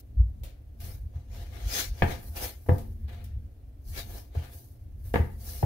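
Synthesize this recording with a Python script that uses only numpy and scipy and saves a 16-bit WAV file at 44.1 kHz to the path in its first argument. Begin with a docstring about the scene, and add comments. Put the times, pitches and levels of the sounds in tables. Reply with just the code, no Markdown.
"""A deep thump through the counter comes first, then bare hands knead dough on a floured board.
In a small kitchen, palms and dough hiss over the wood as filtered noise, with soft pats on the lump.
Pushes rumble and thump as low noise and short swings; quick thumps leave something nearby humming.
The board knocks on the counter, as rough damped modes and noise, when the lump is lifted or dropped.
The work sounds louder on the left, over a quiet, steady kitchen background."""
import sys
import numpy as np
from scipy import signal
from scipy.fft import rfft, irfft, next_fast_len
from scipy.io import wavfile
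from scipy.ndimage import uniform_filter1d, map_coordinates

SR = 44100
rng = np.random.default_rng(int(sys.argv[2]) if len(sys.argv) > 2 else 0)


def digitize_waveform(pressure):
    """Quantize a signal to 16-bit integers and store it at the path in sys.argv[1].

    Rows of a 2-D input are taken as channels; values are limited to [-1, 1].
    """
    field = np.atleast_2d(pressure).T
    bounded = np.clip(field, -1, 1)
    quanta = np.round(bounded * 32767).astype(np.int16)
    wavfile.write(sys.argv[1], SR, quanta)


N = 249165

# Dough and palms slide over the board. Each row: start of full speed in seconds, rise in seconds,
# hold in seconds, fall in seconds, hiss in dB, then grit, flour and wood in dB relative to the hiss.
# Rise and fall span 20 dB; all levels are before the trims in sliding().
STROKES = [(0.816, 0.026, 0.071, .13, -58, -3.5, 5, 1), (1.151, .04, 0.015, .2, -74, 1, -11, 10.5),
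           (1.347, 0.061, .03, 0.27, -59, -1, -3.5, 4.5), (1.543, 0.089, 0.15, .15, -64, 5.5, -1, 9),
           (1.754, 0.1, 0.055, 0.075, -33.5, -6, -4, -9.5), (2.01, .16, .04, 0.25, -58, 0.5, 0, 3.5),
           (2.103, 0.064, 0.015, 0.087, -50.5, 4.5, 0, 10), (2.245, 0.12, 0.017, 0.46, -65.5, -10, 10, 5.5),
           (2.37, 0.031, 0.021, .1, -48.5, -1.5, 4, 2), (2.429, 0.051, 0.015, 0.092, -42.5, -2.5, 4, 1.5),
           (2.678, 0.15, 0.11, 0.25, -69, -7, 8.5, -8.5), (3.083, 0.0071, .01, 0.038, -71.5, 13, 3, 12),
           (3.124, 0.076, 0.01, 0.21, -75.5, 15.5, 4, 19.5), (3.888, 0.052, 0.12, .1, -59.5, -16, 5, -6.5),
           (3.976, 0.042, 0.01, .06, -43, 0.5, -1.5, -1.5), (4.102, .1, 0.082, .1, -59.5, -4, 5, 6),
           (4.363, 0.056, 0.089, 0.15, -64.5, 5, -1, 9.5), (4.545, .15, 0.015, 0.22, -62, -30, 7, -2),
           (5.056, 0.082, .08, 0.45, -68.5, -6.5, 8.5, 1.5), (5.47, 0.096, 0.026, 0.47, -52.5, -9, 6, -3.5)]
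# The faint rub of hands that never leave the dough: hiss in dB, the rest relative to it, before the trims.
TOUCH_DB, TOUCH_GRIT_DB, TOUCH_FLOUR_DB, TOUCH_WOOD_DB = -88, -0.5, 8, 8.5
# Light sliding. Each row: frequency in Hz, density in dB per Hz.
HISS_SPECTRUM = [(1500, -25), (3200, -13.5), (4200, -1.5), (5200, -0.5), (6500, 0.5), (7600, -8.5),
                 (9000, -10), (15000, -12.5)]
# Dough dragged hard. Each row: frequency in Hz, density in dB per Hz.
GRIT_SPECTRUM = [(700, -27), (1200, -4), (1500, 0.5), (1950, 3.5), (2450, 2), (3000, 0), (3500, -0.5),
                 (4000, -2), (4600, -7), (7000, -42)]
# Fine dry flour hiss. Each row: frequency in Hz, density in dB per Hz.
FLOUR_SPECTRUM = [(5000, -32.5), (8300, -6.5), (10500, 0.5), (14000, 2.5), (16000, 0.5)]
# Rubbed board. Each row: frequency in Hz, density in dB per Hz.
WOOD_SPECTRUM = [(130, -27.5), (250, -1), (480, -0.5), (700, -5.5), (1000, -11), (1500, -12), (2500, -22)]
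# A sticky thread letting go. Each row: frequency in Hz, density in dB per Hz.
SNAP_SPECTRUM = [(600, -26.5), (1500, 3), (3000, -0.5), (6000, -10), (14000, -11)]
CRACKLE_PER_S, CRACKLE_DB, CRACKLE_SPREAD_DB = 350, -8.5, 1.5

# Palms and dough pat each other. Each row: start in seconds, level in dB, puff decay t60 in seconds,
# lightness as low cut in Hz.
PATS = [(0.435, -46.5, 0.21, 250), (0.803, -48, 0.14, 1220), (2.029, -46.5, 0.24, 4500),
        (2.262, -58.5, 0.038, 3000), (2.689, -57, 0.64, 2500), (2.782, -46, 0.085, 500),
        (3.241, -50, 0.13, 3500), (3.877, -60, 0.069, 1500), (4.349, -56, .08, 300),
        (5.137, -45.5, 0.32, 1500)]
# Skin on dough. Each row: frequency in Hz, density in dB per Hz.
SKIN_SPECTRUM = [(150, -5.5), (600, 9), (1100, -8.5), (2400, -1), (5000, -5.5), (8000, -6.5), (14000, -0.5)]

# The board hits the counter. Each row: start in seconds, level in dB, hardness as cut-off in Hz.
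KNOCKS = [(1.136, -52, 704), (2.0211, -14.5, 2464), (2.031, -26, 1030), (2.662, -48.5, 1810),
          (2.6865, -26, 1096), (2.692, -15.5, 774), (2.715, -24.5, 600), (4.351, -39, 1100),
          (5.1405, -21, 2270), (5.157, -19.5, 2010), (5.199, -21.5, 254), (5.628, -21, 880)]
# Blow on the wood. Each row: frequency in Hz, density in dB per Hz.
CLACK_SPECTRUM = [(60, -2), (180, -3), (330, -9.5), (480, -1), (600, -14.5), (850, -5.5), (1080, -22.5),
                  (1450, -18.5), (1750, -10.5), (2300, -17.5), (3400, -20.5), (5000, -29), (9000, -45.5)]
# Modes of the board. Each row: frequency in Hz, level in dB.
BOARD_MODES = [(205, -4.5), (290, -8.5), (355, -8.5), (410, -6.5), (512, -2), (694, 2.5), (824, 0),
               (905, -6.5), (965, -3.5), (1200, -3.5), (1595, -6), (1715, -0.5), (2020, -11), (2290, -18),
               (2590, -14), (3080, -23.5)]

# Pushes and drops shake the counter; a quicker push swings it at a higher pitch.
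# Each row: crest in seconds, level in dB, pitch in Hz.
THUMPS = [(0.208, -11, 58.3), (0.263, -27, 63), (1.166, -27.5, 80.6), (1.672, -22.5, 52.2),
          (1.925, -26, 44), (2.04, -17.5, 83), (2.7, -17, 86.2), (2.723, -15, 92.3), (3.048, -29.5, 71),
          (3.375, -29, 68.3), (4.377, -21, 79.7), (5.159, -23.5, 82), (5.208, -17.5, 79.8),
          (5.641, -15, 98)]
# The rise holds at PUSH_HZ and shortens as the pitch goes up.
PUSH_HZ, PUSH_RISE_S, RISE_POWER, SWING_T60_S = 52.7, 0.034, 2.08, 0.19

# Something hollow on the counter. Each row: frequency in Hz, level in dB relative to a thump
# at HUM_FULL_HZ, decay t60 in seconds.
HUM_MODES = [(223.6, -29.5, 1.98), (267, -45, 0.26), (375, -36, 1.7)]
HUM_FULL_HZ, HUM_DB_PER_OCTAVE = 97, 37

# Spells of kneading; the counter rumble eases between them while lighter rubbing goes on.
# Each row: start in seconds, end in seconds, rumble in dB before the trim in rumble().
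BOUTS = [(.17, 0.478, -38), (0.842, 1.08, -36), (1.33, 2.46, -40), (2.784, 3.474, -39), (3.9, 4.155, -36),
         (4.878, 5.626, -40)]
# Rumble between spells before the same trim; times to swell and to ease by 20 dB.
EASED_DB, LEAN_IN_S, LEAN_OFF_S = -48, 0.13, 0.083
# Shuddering counter. Each row: frequency in Hz, density in dB per Hz.
COUNTER_SPECTRUM = [(20, -17.5), (30, -4.5), (44, 0.5), (60, 0.5), (82, 1), (100, -5.5), (128, -17.5),
                    (150, -22), (185, -30), (222, -17.5), (260, -42), (400, -69.5)]

# Kitchen background. Each row: frequency in Hz, density in dB per Hz.
QUIET_SPECTRUM = [(20, -33.5), (33, -16.5), (50, -7.5), (90, -10.5), (125, -9.5), (165, -49), (280, -22),
                  (360, -30), (700, -37), (950, -48.5), (2200, -52), (5700, -59.5), (15500, -65.5)]
# Answer of the kitchen walls. Each row: frequency in Hz, decay t60 in seconds.
WALL_DECAY = [(100, 0.58), (400, 0.33), (1500, 0.38), (5000, 0.27), (14000, 0.069)]
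# Likeness of the two microphone ports. Each row: frequency in Hz, left-right correlation.
PORT_LIKENESS = [(100, 0.99), (280, 0.47), (650, 0.3), (1400, 0), (3000, 0.029), (15000, 0)]
# Microphone colour on the work. Each row: frequency in Hz, left minus right in dB.
PORT_COLOUR = [(100, 0.66), (500, 0.5), (1200, 4), (2500, 4), (5000, 8.5), (8300, 1), (13000, 0.5)]
TOP_HZ = 15750  # upper band limit of the microphone


def sliding():
    """Countless flour grains rub between dough and wood; each stroke has its own grit, flour and board."""
    contacts = [(np.full(N, amp(TOUCH_DB)), TOUCH_GRIT_DB, TOUCH_FLOUR_DB, TOUCH_WOOD_DB)]
    for s, rise, hold, fall, db, grit_db, flour_db, wood_db in STROKES:
        gain = amp(db) * swell(s, s + hold, rise, fall)
        contacts.append((gain, grit_db, flour_db, wood_db))
    # overlapping contacts add in power
    power = sum(np.outer(amp([0, *shares_db]), gain) ** 2 for gain, *shares_db in contacts)
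    hiss_gain, grit_gain, flour_gain, wood_gain = np.sqrt(power)

    hiss = grainy(noise(HISS_SPECTRUM), depth_db=4.0)
    grit = grainy(noise(GRIT_SPECTRUM), depth_db=4.0) + amp(CRACKLE_DB) * crackle()
    flour = noise(FLOUR_SPECTRUM)
    plain_wood = amp(-4.0) * noise(WOOD_SPECTRUM)
    resonant_wood = unit(filtered(noise(WOOD_SPECTRUM), board_response))
    wood = plain_wood + resonant_wood

    grains = amp(1.0) * hiss_gain * hiss
    grains += amp(2.5) * grit_gain * grit
    grains += amp(4.5) * flour_gain * flour
    drag_db = 1.1 * wobble(60) + 0.54 * wobble(400)  # uneven drag
    return amp(drag_db) * (early_copies(grains, level_db=-14.0) + wood_gain * wood)


def crackle():
    """Sticky threads of dough let go in tiny snaps at random moments, a few of them larger."""
    size = amp(CRACKLE_SPREAD_DB * np.minimum(rng.exponential(size=N), 4))
    happens = rng.random(N) < CRACKLE_PER_S / SR
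    snaps = happens * size * rng.standard_normal((2, N))
    return unit(filtered(snaps, lambda hz: amp(along(SNAP_SPECTRUM, hz))))


def board_response(hz):
    """Response of the board's damped modes, loaded by the dough that lies on them."""
    damping_hz = 25
    response = 0
    for k, (mode_hz, db) in enumerate(BOARD_MODES):
        drag = 1j * hz * damping_hz
        response = response + (-1) ** k * amp(db) * drag / (mode_hz ** 2 - hz ** 2 + drag)
    return response


def pats():
    """Skin meets floury dough with a sticky tick and a puff; a light touch has no body."""
    out, t = np.zeros((2, N)), np.arange(SR // 2) / SR
    for s, db, t60, cut_hz in PATS:
        tick = amp(2 - 60 * t / 0.012)
        puff = amp(-60 * t / t60) * (1 - np.exp(-t / 0.0013))
        low_cut = lambda hz: hz ** 2 / (hz ** 2 + cut_hz ** 2)
        skin = unit(filtered(noise(SKIN_SPECTRUM, size=len(t)), low_cut))
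        add(out, s, with_walls(amp(db) * (tick + puff) * skin, wet_db=-3.0))
    return out


def knocks():
    """A crack, a brief clack and the board's damped modes, dulled by the dough's cushion."""
    out, t = np.zeros((2, N)), np.arange(SR // 2) / SR
    for s, db, cut_hz in KNOCKS:
        crack_and_clack = amp(1.0 - 60 * t / 0.011) + amp(-1 - 60 * t / 0.085)
        clack = noise(CLACK_SPECTRUM, size=len(t)) * crack_and_clack
        cushion = signal.butter(2, min(cut_hz, SR / 3), fs=SR)
        contact = 1 - np.exp(-t / 0.0005)
        blow = signal.lfilter(*cushion, contact * (clack + amp(-13.0) * board_ringing(t)))
        add(out, s, with_walls(amp(db) * blow, wet_db=-10.0))
    return out


def board_ringing(t):
    """A blow rings the board's modes; higher ones die sooner and differ more between the ports."""
    out = np.zeros((2, len(t)))
    for hz, db in BOARD_MODES:
        t60 = 0.14 * np.sqrt(600 / hz)
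        phase = rng.uniform(0, 2 * np.pi) + rng.normal(0, hz / 1100, (2, 1))
        # random phase drift makes the ringing slightly rough
        drift = 0.0069 * np.cumsum(rng.standard_normal(len(t)))
        decay = amp(db + rng.normal(0, 3.0) - 60 * t / t60)
        out += decay * np.sin(2 * np.pi * hz * t + phase + drift)
    return out


def thumps():
    """The counter swings for a few cycles after each push, with a weaker upper mode."""
    out = np.zeros(N)
    for s, db, hz in THUMPS:
        t = np.arange(N) / SR - s
        rise = PUSH_RISE_S * (PUSH_HZ / hz) ** RISE_POWER
        onset = np.exp(-(np.minimum(t, 0) / rise) ** 2)
        swing = onset * amp(db - 60 * np.maximum(t, 0) / SWING_T60_S)
        upper_mode = amp(-9.5) * np.cos(2 * np.pi * 1.546 * hz * t)
        out += swing * (np.cos(2 * np.pi * hz * t) + upper_mode)
    # keep the thumps low and smooth
    return filtered(out, lambda hz: 1 / (1 + (hz / 210) ** 6))


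def hum():
    """Thumps set something hollow on the counter ringing, far more so at a higher pitch."""
    out, t = np.zeros((1, N)), np.arange(2 * SR) / SR
    ring = sum(amp(db - 60 * t / t60) * np.sin(2 * np.pi * hz * t) for hz, db, t60 in HUM_MODES)
    for s, db, hz in THUMPS:
        reach_db = HUM_DB_PER_OCTAVE * np.log2(hz / HUM_FULL_HZ)
        add(out, s, amp(db + reach_db) * ring)
    return out


def rumble():
    """The counter shudders under the working arms and eases between spells."""
    power = amp(EASED_DB) ** 2
    for start, end, db in BOUTS:
        power = power + (amp(db) * swell(start, end, LEAN_IN_S, LEAN_OFF_S)) ** 2
    return amp(-0.5) * np.sqrt(power) * noise(COUNTER_SPECTRUM)


def kitchen_background():
    """Steady stereo noise, strongest in the bass, stands for the quiet kitchen."""
    return amp(-51.5) * noise(QUIET_SPECTRUM)


def with_walls(x, wet_db):
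    """A short sound with the diffuse answer of the walls, whose highest treble dies first."""
    flat = [(20, 0.0069), (20000, 0.0013)]  # practically white
    hz, t, z = signal.stft(noise(flat, size=SR // 2), SR, nperseg=256)
    decay = amp(-60 * t / along(WALL_DECAY, hz)[:, None])
    build_up = 1 - np.exp(-t / 0.002)
    tail = signal.istft(z * decay * build_up, SR, nperseg=256)[1]
    tail = tail / np.linalg.norm(tail[0])
    return x + amp(wet_db) * signal.fftconvolve(x, tail, axes=1)[:, :x.shape[1]]


def early_copies(x, level_db, count=10):
    """Counter, arms and body return weak early copies, which ripple the colour differently at each port."""
    delays_s = rng.uniform(0.0004, 0.016, (2, count))
    copies = []
    for port, delays in zip(x, delays_s):
        copies.append(sum(rng.choice([-1, 1]) * np.roll(port, round(s * SR)) for s in delays))
    return (x + amp(level_db) * np.array(copies)) / np.sqrt(1 + count * amp(level_db) ** 2)


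def grainy(x, depth_db):
    """Noise with an uneven, slightly grainy texture, from random gains over time and frequency."""
    z = signal.stft(x, nperseg=512)[2]
    field = uniform_filter1d(rng.standard_normal(z.shape), size=3, axis=1)
    field = uniform_filter1d(field, size=7, axis=2)
    return unit(signal.istft(z * amp(depth_db * unit(field)), nperseg=512)[1][:, :N])


def noise(spectrum, size=N):
    """Stereo noise of rms 1, alike in the bass and nearly unrelated in the treble."""
    def mid_side_gain(hz):
        turn = np.arccos(np.clip(along(PORT_LIKENESS, hz), -1, 1)) / 2
        return amp(along(spectrum, hz)) * [np.cos(turn), np.sin(turn)]
    mid, side = filtered(rng.standard_normal((2, size)), mid_side_gain)
    return unit(np.array([mid + side, mid - side]))


def swell(start, end, rise, fall):
    """Gain that climbs, holds from start to end and dies away; rise and fall are the times for 20 dB."""
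    t = np.arange(N) / SR
    before, after = np.maximum(start - t, 0), np.maximum(t - end, 0)
    return amp(-20 * (before / rise + after / fall))


def wobble(rate):
    """A smooth random curve, rate knots a second."""
    knots = rng.standard_normal(int(N * rate / SR) + 4)
    return map_coordinates(knots, [np.arange(N) * rate / SR])


def filtered(x, response):
    """x times a response of frequency, padded against wrap-around."""
    n = x.shape[-1]
    m = next_fast_len(n + 8192)
    return irfft(rfft(x, m) * response(np.fft.rfftfreq(m, 1 / SR)), m)[..., :n]


def along(points, hz):
    """(Hz, value) points interpolated on a log frequency axis."""
    f, v = np.transpose(points)
    return np.interp(np.log(hz + 1), np.log(f + 1), v)


def add(track, s, sound):
    """Mix a sound into the track from s seconds."""
    part = track[:, max(round(s * SR), 0):][:, :sound.shape[-1]]
    part += sound[..., :part.shape[1]]


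def amp(db):
    """Decibels to gain."""
    return 10 ** (np.asarray(db) / 20)


def unit(x):
    """x at rms 1."""
    return x / np.sqrt(np.mean(x ** 2) + 1e-20)


def scene():
    """The work, coloured unevenly by the two microphone ports, over the steady kitchen background."""
    work = sliding() + pats() + knocks() + thumps() + hum() + rumble()
    # half of the level difference goes to each port
    coloured = filtered(work, lambda hz: amp(np.outer([0.5, -0.5], along(PORT_COLOUR, hz))))
    return coloured + kitchen_background()


def record(dry):
    """The microphone keeps nothing above its band limit."""
    return filtered(dry, lambda hz: hz < TOP_HZ)


dry = scene()
out = record(dry)
digitize_waveform(out)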